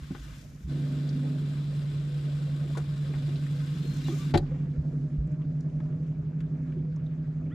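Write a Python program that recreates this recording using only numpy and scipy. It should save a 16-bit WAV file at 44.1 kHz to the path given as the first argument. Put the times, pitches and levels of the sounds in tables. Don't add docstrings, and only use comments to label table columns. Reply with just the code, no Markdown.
import sys
import numpy as np
from scipy import signal
from scipy.fft import rfft, irfft, next_fast_len
from scipy.io import wavfile

SR = 44100
rng = np.random.default_rng(int(sys.argv[2]) if len(sys.argv) > 2 else 0)


def output_pcm(signal):
    pcm = np.clip(np.atleast_2d(signal).T, -1, 1) * 32767
    wavfile.write(sys.argv[1], SR, np.round(pcm).astype(np.int16))


N = 332514
T = np.arange(N) / SR
MOTOR_START_S, EASE_S = 0.668, 4.72


def from_db(db):
    return 10 ** (np.asarray(db) / 20)


def rms_one(x):
    return x / np.sqrt(np.mean(x ** 2) + 1e-20)


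def in_time(rows):
    s, *columns = np.transpose(rows)
    return [np.interp(T, s, column) for column in columns]


def at_hz(points, hz):
    point_hz, value = np.transpose(points)
    return np.interp(np.log(hz), np.log(point_hz), value)


def butter(x, hz, kind, order=2):
    sections = signal.butter(order, np.clip(hz, 10, .45 * SR), kind, fs=SR, output="sos")
    return signal.sosfilt(sections, x + 1e-18)


def drift(rate_hz):
    step, settle = 40, 2000
    pole = np.exp(-2 * np.pi * rate_hz * step / SR)
    white = rng.standard_normal(N // step + settle + 2)
    slow = signal.lfilter([1], [1, -2 * pole, pole * pole], white)[settle:]
    return np.interp(np.arange(N) / step, np.arange(len(slow)), rms_one(slow))


def ring(force, hz, t60):
    r, w = from_db(-60 / (t60 * SR)), 2 * np.pi * hz / SR
    return signal.lfilter([0, np.sin(w)], [1, -2 * r * np.cos(w), r * r], force + 1e-18)


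def strike(force, modes):
    return sum(from_db(db) * ring(force, hz, t60) for hz, db, t60 in modes)


def resonate(x, hz, width_hz):
    r, w = np.exp(-np.pi * width_hz / SR), 2 * np.pi * hz / SR
    return signal.lfilter(np.array([1, 0, -1]) * (1 - r * r) / 2, [1, -2 * r * np.cos(w), r * r], x)


def vibrate(force, modes, flutter_db, flutter_hz):
    return rms_one(sum(from_db(db + flutter_db * drift(flutter_hz)) * resonate(force, hz, width)
                       for hz, width, db in modes))


def tone(hz):
    return np.sqrt(2) * np.cos(2 * np.pi * np.cumsum(hz) / SR)


def dying(s, t60):
    return (T >= s) * from_db(-60 * np.clip((T - s) / t60, 0, 4))


def swells(rows):
    return sum(from_db(db) * np.exp(-np.maximum((s - T) / rise_s, (T - s) / fall_s))
               for s, db, rise_s, fall_s in rows)


def grains(per_s, spread_db):
    sizes = from_db(spread_db * np.minimum(rng.exponential(1, N), 4)) * rng.choice([-1, 1], N)
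    return rms_one(sizes * (rng.random(N) < per_s / SR))


def narrow_noise(hz, width_hz):
    return rms_one(resonate(resonate(rng.standard_normal(N), hz, width_hz), hz, width_hz))


def contact_noise(apart):
    return rng.standard_normal(N) + apart * rng.standard_normal((2, N))


# (frequency [Hz], side over mid [dB])
STEREO_WIDTH = [(60, -19), (250, -13.5), (500, -3.5), (1000, -3), (4000, -3), (12000, -3.5)]
def banded_noise(spectrum, patchy_db):
    bands, edges = 0, 20 * 2 ** np.arange(0, 10, .5)
    white = rng.standard_normal((2, 2, N))
    for k, (low, high) in enumerate(zip(edges, edges[1:])):
        if high < spectrum[0][0] or low > spectrum[-1][0]:
            continue
        mid, side = butter(white[k % 2], [low, high], "band")
        hz = np.sqrt(low * high)
        gain = from_db(at_hz(spectrum, hz) + patchy_db * drift(16.1))
        bands = bands + gain * (mid + from_db(at_hz(STEREO_WIDTH, hz)) * side * [[1], [-1]])
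    return rms_one(bands)


def running(idle_db, spin_up_s=0.039):
    power = np.clip((T - MOTOR_START_S) / spin_up_s, 0, 1)
    return power + from_db(idle_db) * (1 - power)


def rocking(period_s=0.846, crest_s=4.953, gather_way_s=4):
    way = np.clip((T - MOTOR_START_S) / gather_way_s, 0, 1)
    return way * np.cos(2 * np.pi * (T - crest_s) / period_s)


# (time [s], relative level [dB])
PROPELLER_LOAD = [(0.7, 3), (.9, 3.5), (1.0, -0.5), (1.23, 9), (1.6, -6.5), (2.0, -14.5), (2.36, -10.5),
                  (2.8, -7), (3.2, -6.5), (4.3, 1), (5.5, -4), (7.54, -3.5)]
def load_db():
    return in_time(PROPELLER_LOAD)[0]


# (frequency [Hz], relative spectral density [dB])
RIPPLE_SPECTRUM = [(600, -13.5), (900, -8), (1300, -2.5), (1900, -8), (2700, -15), (3800, -20.5),
                   (6000, -23)]
FIZZ_SPECTRUM = [(2500, -11.5), (4000, -1), (5300, 2.5), (7500, -3), (9000, -11), (12000, -5)]
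# (peak time [s], level [dB], rise [s], fall [s])
SPLASHES = [(4.5, -62, 0.085, 0.11), (6.7, -77, 0.051, 0.059)]
def lapping(ripple_db=-66, fizz_db=-75, drops_db=-8, calming_db_per_s=3.5):
    drops = rms_one(sum(ring(grains(per_s=17, spread_db=3), hz, t60=25 / hz)
                        for hz in np.geomspace(650, 2900, num=12)))
    slap = from_db(ripple_db - 0.35 * rocking()) + swells(SPLASHES)
    ripple = slap * (banded_noise(RIPPLE_SPECTRUM, patchy_db=2.5) + from_db(drops_db) * drops)
    foam = from_db(fizz_db + 3 * rocking() - calming_db_per_s * np.maximum(T - EASE_S, 0))
    fizz = foam * butter(banded_noise(FIZZ_SPECTRUM, patchy_db=1.2), 9900, "low", order=4)
    return running(idle_db=-5) * (ripple + fizz)


# (frequency [Hz], relative spectral density [dB])
RUMBLE_SPECTRUM = [(20, -9), (35, -6), (60, 0.5), (90, -3.5), (130, 1.5), (200, -12)]
WASH_SPECTRUM = [(110, -2.5), (170, -2), (260, 0.5), (350, -9), (480, -12.5), (620, -14.5), (800, -46),
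                 (1200, -26)]
def churning(rumble_db=-47, grow_db_per_s=.5, wash_db=-45, ease_db_per_s=0.62):
    churn = running(idle_db=-1) * from_db(rumble_db + grow_db_per_s * T - 1.5 * drift(18))
    rumble = churn * banded_noise(RUMBLE_SPECTRUM, patchy_db=0.5)
    flow_db = wash_db - ease_db_per_s * T + 0.15 * load_db() + 1.75 * rocking()
    wash = running(idle_db=-13) * from_db(flow_db) * banded_noise(WASH_SPECTRUM, patchy_db=4)
    return rumble + wash


# (time [s], level [dB], frequency [Hz], t60 [s])
HULL_THUMPS = [(0.019, -23, 67.4, 0.085), (.104, -14, 176, 0.055), (.106, -25, 265, 0.085),
               (0.188, -35, 54, 0.86), (.635, -28, 66, 0.34), (.645, -29.5, 177, 0.14),
               (2.772, -26, 460, 0.061), (4.086, -20.5, 328, 0.11), (4.121, -27.5, 394, 0.086),
               (4.336, -26, 35, 0.55), (4.34, -13.5, 93, 0.18), (4.343, -8.5, 346, 0.096),
               (4.508, -38, 520, 0.16), (4.779, -14, 69.6, 0.078), (5.178, -17.5, 56, 0.23),
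               (5.439, -35, 286, 0.14), (6.764, -31.5, 356, 0.13)]
def thumps(swell_s=0.013):
    return sum(from_db(db) * dying(s, t60) * np.clip((T - s) / swell_s, 0, 1)
               * np.sin(2 * np.pi * hz * (T - s)) for s, db, hz, t60 in HULL_THUMPS)


# (time [s], frequency [Hz], level [dB])
SPOOL_SPIN = [(7.49, 1450, -100), (7.505, 1584, -67), (7.52, 1880, -58.5), (7.54, 2070, -62)]
def spool(wobble_hz=45, fade_s=.004):
    hz, db = in_time(SPOOL_SPIN)
    lower, main, upper = (tone(ratio * hz + wobble_hz * drift(150)) for ratio in (.72, 1, 1.72))
    envelope = (T > SPOOL_SPIN[0][0]) * from_db(db) * np.clip((T[-1] - T) / fade_s, 0, 1)
    return envelope * (lower + main + from_db(-9) * upper)


# (centre time [s], half length [s], frequency [Hz], waver [Hz], level [dB])
LINE_SQUEAKS = [(3.9, 0.085, 4188, 5, -58), (4.055, .013, 3950, 130, -53), (4.095, .018, 3600, 90, -55),
                (4.125, 0.02, 1170, 80, -56), (4.218, 0.03, 1163, 6, -54.5)]
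def squeaks():
    return sum(from_db(db) * np.exp(-((T - s) / half_s) ** 2) * tone(hz + waver_hz * drift(40))
               for s, half_s, hz, waver_hz, db in LINE_SQUEAKS)


# (frequency [Hz], bandwidth [Hz], relative level [dB])
ROD_MODES = [(2060, 48, -7), (2410, 56, -3), (2815, 46, 3), (3200, 90, -3), (3540, 110, -1), (3750, 55, 0),
             (4050, 58, 1), (4330, 90, -6), (4890, 130, -6), (5840, 70, -5), (7130, 200, -6)]
# (peak time [s], level [dB], rise [s], fall [s], cut-off [Hz])
LINE_DRAGS = [(.17, -63, 0.079, .035, 6000), (4.07, -51, 0.08, 0.086, 7000),
              (4.22, -59.5, .04, 0.067, 9000), (4.55, -59.5, 0.048, 0.071, 2600)]
def rod():
    ringing = vibrate(contact_noise(apart=0.69), ROD_MODES, flutter_db=1.5, flutter_hz=25)
    return sum(swells([swell]) * butter(ringing, cutoff_hz, "low", order=4)
               for *swell, cutoff_hz in LINE_DRAGS)


# (start [s], stop [s], level before the swell [dB], fade-out [s])
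WINDING_SPELLS = [(-.05, 0.49, -62, 0.15), (.665, 4.33, -58.5, 0.014)]
def winding(attack_s=0.041, swell_db=3, swell_s=0.7, coast_db=-72):
    spells = 0
    for start, stop, db, fade_s in WINDING_SPELLS:
        gate = np.clip(np.minimum((T - start) / attack_s, (stop - T) / fade_s), 0, 1)
        spells = spells + gate * from_db(db + swell_db * np.exp(-np.abs(stop - T) / swell_s))
    return np.hypot(spells, from_db(coast_db) * (T < WINDING_SPELLS[-1][1]))


def rasp(relative_db=-8, fade_db_per_s=0.5, rough_db=2.5):
    since_s = T - WINDING_SPELLS[-1][0]
    scrape = np.array([narrow_noise(hz=3650, width_hz=900) for channel in ("left", "right")])
    return (since_s > 0) * from_db(relative_db - fade_db_per_s * since_s + rough_db * drift(55)) * scrape


# (frequency [Hz], bandwidth [Hz], relative level [dB])
REEL_MODES = [(1090, 40, 0), (1160, 40, -4), (1265, 80, 0), (1410, 35, -3), (1535, 90, 0), (1770, 90, -4.5),
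              (2050, 55, -1.5), (2410, 70, -3), (2580, 80, -5), (2800, 90, 0), (3170, 130, -2.5),
              (3410, 70, .5), (3545, 110, .5), (3750, 60, -4), (4005, 80, 1), (4480, 150, -7.5),
              (4710, 100, -12), (5000, 70, -4.5), (6800, 200, -11.5), (7430, 350, -9.5)]
# (frequency [Hz], relative spectral density [dB])
RUB_SPECTRUM = [(410, -36.5), (700, -1), (905, -20), (1110, -7), (1530, 1.5), (2190, -0.5), (3520, -0.5),
                (6110, -12), (7410, -35), (12200, -38), (15000, -35)]
HISS_SPECTRUM = [(2000, 3), (4000, -5), (5800, -1), (7400, 16), (8800, -12), (10500, -10.5), (12200, -7),
                 (15000, -14)]
# (peak time [s], level [dB], rise [s], fall [s])
LINE_SWISHES = [(.37, -62, 0.31, 0.3), (4.2, -56, 0.35, 0.055)]
def reel(grind_db=-3, uneven_db=0.67, line_db=-19, chatter_db=2):
    wind = winding()
    teeth = grains(per_s=1500, spread_db=2) + from_db(grind_db) * rng.standard_normal((2, N))
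    body = from_db(-1) * vibrate(teeth, REEL_MODES, flutter_db=2, flutter_hz=19.3)
    rub = from_db(-1.5) * banded_noise(RUB_SPECTRUM, patchy_db=1.5)
    gears = from_db(uneven_db * drift(25)) * (body + rub)
    retrieve = wind * (gears + rasp())
    sliding = (from_db(line_db) * wind + swells(LINE_SWISHES)) * from_db(chatter_db * drift(56))
    return retrieve + sliding * banded_noise(HISS_SPECTRUM, patchy_db=1)


# (frequency [Hz], level [dB], t60 [s])
FRAME_MODES = [(1873, -13, .05), (2540, -14, .035), (3200, -11, .03), (3499, -11, .035), (3660, -13, .04),
               (4040, -8, .04), (4200, -16, .04), (4544, -5, .045), (6880, -13, .025), (7150, -12, .03),
               (7500, -14, .03), (8640, -14, .025)]
# (time [s], level [dB], lower edge [Hz], upper edge [Hz], t60 [s], frame ring [dB])
GEAR_CLICKS = [(0.149, -22, 796, 1570, 0.058, -14), (1.091, -32, 3770, 6100, .05, -12),
               (2.751, -13, 970, 1120, 0.044, -17), (2.773, -32, 3000, 8460, 0.088, -13),
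               (2.774, -21, 920, 1430, 0.057, -11), (3.357, -28.5, 2920, 4370, 0.093, -20),
               (3.464, -24.5, 1300, 2000, 0.045, -15), (4.340, -20.5, 2000, 4700, 0.13, -11),
               (4.375, -26.5, 1500, 9000, .042, -3.5), (4.376, -19.5, 3300, 4730, 0.046, -18),
               (5.273, -49, 6500, 8500, .03, -25), (5.317, -50, 6500, 9200, .025, -27),
               (5.418, -36.5, 1900, 2920, .045, -19), (5.607, -37.5, 4140, 6800, 0.018, -23),
               (5.804, -27, 1230, 1400, 0.041, -21), (6.405, -34.5, 1150, 3600, 0.034, -29),
               (6.407, -51.5, 2300, 7850, 0.031, -28), (6.651, -32.5, 1750, 2150, .03, -23),
               (6.722, -37.5, 1590, 2900, 0.027, -20), (6.962, -41, 5200, 6900, 0.025, -25.5),
               (7.064, -36, 3400, 3900, .035, -20)]
def clicks(crack_db=-12, tail_db=-24, tail_t60=0.071):
    force, crack, contact = 0, 0, contact_noise(apart=0.8)
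    for s, db, low_hz, high_hz, t60, ring_db in GEAR_CLICKS:
        band = [low_hz, max(high_hz, low_hz + 100)]
        impulse = signal.unit_impulse(N, round(s * SR))
        envelope = dying(s, t60) + from_db(tail_db) * dying(s, tail_t60)
        force = force + from_db(db + ring_db) * butter(impulse, band, "band")
        crack = crack + from_db(db) * butter(contact * envelope, band, "band")
    return strike(force, FRAME_MODES) + from_db(crack_db) * crack


# (frequency [Hz], level [dB], t60 [s])
DECK_MODES = [(98, -9, .18), (168, -8, .18), (243, -12, .14), (312, -9, .11), (347, -1.5, .15),
              (388, -8, .09), (420, -13, .07), (562, -7.5, .11), (647, -16, .08), (731, -10, .125),
              (797, -7, .075), (1136, -22, .06), (1370, -21, .06), (1520, -15, .06), (1830, -13, .06),
              (2040, -19, .06), (2250, -20, .06), (3150, -16, .04), (3400, -13, .04), (4000, -12, .035)]
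# (time [s], level [dB], contact cut-off [Hz], rattle t60 [s], deck ring [dB])
TACKLE_KNOCKS = [(0.107, -22.5, 350, 0.13, -15), (0.149, -31, 1900, 0.076, -13),
                 (2.771, -23.5, 1470, 0.13, -13.5), (3.138, -35, 2210, 0.24, -14),
                 (4.0847, -17, 1800, 0.011, -22.5), (4.340, -22.5, 2800, 0.028, -1),
                 (4.3444, -15.5, 1700, 0.028, -1.5), (4.348, -20, 3530, 0.019, -6.5),
                 (4.3528, -23, 4030, 0.064, -6.5), (4.358, -16.5, 910, 0.084, -3),
                 (4.375, -25.5, 1630, 0.1, -12.5), (4.397, -26, 600, 0.086, -5.5),
                 (4.428, -34, 750, 0.046, -6.5), (4.509, -36, 722, .036, -10.5),
                 (4.558, -38, 1080, 0.088, -11), (5.802, -33.5, 1970, 0.041, -18),
                 (6.407, -40, 2600, 0.043, -16)]
def knocks(crack_db=-7, lowest_hz=130):
    force, crack, contact = 0, 0, contact_noise(apart=0.46)
    for s, db, cutoff_hz, t60, ring_db in TACKLE_KNOCKS:
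        impulse = signal.unit_impulse(N, round(s * SR))
        force = force + from_db(db + ring_db) * butter(impulse, cutoff_hz, "low")
        crack = crack + from_db(db) * butter(contact * dying(s, t60), cutoff_hz, "low", order=3)
    panels = strike(butter(force, lowest_hz, "high", order=1), DECK_MODES)
    return panels + from_db(crack_db) * crack


# (left delay [ms], right delay [ms], level [dB])
DECK_ECHOES = [(1.3, 2.1, -20), (2.6, 2.3, -20), (4.7, 5.9, -19), (8.1, 8.5, -19)]
# (frequency [Hz], left over right [dB])
GEAR_BALANCE = [(200, 4.5), (330, 5), (420, 8.5), (700, 6), (1290, 11.5), (2380, 5.5), (4400, -0.5),
                (8120, 1), (15000, 14)]
def over_the_deck(gear):
    size = next_fast_len(N + SR // 10)
    hz = np.maximum(np.arange(size // 2 + 1) * SR / size, 1)
    paths = 1 + sum(from_db(db) * np.exp(-2j * np.pi * hz * np.array([[left], [right]]) / 1000)
                    for left, right, db in DECK_ECHOES)
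    balance = from_db(at_hz(GEAR_BALANCE, hz) * [[.5], [-.5]])
    return irfft(rfft(gear, size) * paths * balance, size)[:, :N]


def growl(level_db=-58, load_share=0.11, bite_db=-47):
    bite = from_db(bite_db) * dying(MOTOR_START_S, t60=1.9)
    return (bite + from_db(level_db + load_share * load_db())) * narrow_noise(hz=305, width_hz=120)


def drone(hum_hz, multiple=1.757, level_db=-46, rock_db=4, rough_db=3):
    envelope = from_db(level_db + load_db() + rock_db * rocking() + rough_db * drift(29))
    return envelope * tone(multiple * hum_hz + 2.82 * drift(18.5))


def hum(hum_hz, level_db=-30, ease_db_per_s=0.92, beat_hz=10.47, beat_rise_hz_per_s=.17,
        even_s=5.28, handover_db_per_s=4.5, waver_db=0.7):
    slip_cycles = 0.098 * drift(1.8)
    difference_hz = beat_hz + beat_rise_hz_per_s * T + np.gradient(slip_cycles, T)
    lower = from_db(waver_db * drift(7.4)) * tone(hum_hz)
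    upper = from_db(waver_db * drift(13)) * tone(hum_hz + difference_hz)
    upper_ratio = from_db(handover_db_per_s * (T - even_s))
    envelope = from_db(level_db - ease_db_per_s * np.maximum(T - EASE_S, 0))
    return envelope * (lower + upper_ratio * upper) / np.hypot(1, upper_ratio)


# (multiple of the hum frequency [1], level [dB], waver [dB], share of the load [1])
MOTOR_PARTIALS = [(0.924, -52.5, 1.5, 0.2), (1.168, -45.5, 3.5, 0.2), (1.335, -54, 4, 0.4),
                  (1.43, -56.5, 3.5, 0.4), (2.005, -54, 2.5, 0.96), (2.66, -64.5, 4.5, 0.32),
                  (3.415, -66, 3.5, 0.022), (4.26, -67.5, 3, 0.03)]
def motor(start_hz=144.4, sag_hz_per_s=.16, wander_hz=0.3497, whine_hz=12365, whine_db=-102):
    hum_hz = start_hz - sag_hz_per_s * T + wander_hz * drift(1.597)
    partials = 0
    for multiple, db, waver_db, load_share in MOTOR_PARTIALS:
        envelope = from_db(db + load_share * load_db() + waver_db * drift(5.5))
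        partials = partials + envelope * tone(multiple * hum_hz + 1.683 * drift(12.2))
    whine = from_db(whine_db) * tone(np.full(N, whine_hz))
    return running(idle_db=-18) * (hum(hum_hz) + drone(hum_hz) + growl() + partials + whine)


def scene():
    hull = (motor() + churning() + lapping() + thumps()) * from_db([[-.6], [.6]])
    gear = reel() + rod() + squeaks() + knocks() + clicks()
    return hull + over_the_deck(gear) + spool()


def record(dry, mic_top_hz=13500, cutoff_hz=14800):
    steep_low_pass = signal.ellip(10, .1, 80, cutoff_hz, fs=SR, output="sos")
    return signal.sosfilt(steep_low_pass, butter(dry, mic_top_hz, "low"))


dry = scene()
out = record(dry)
output_pcm(out)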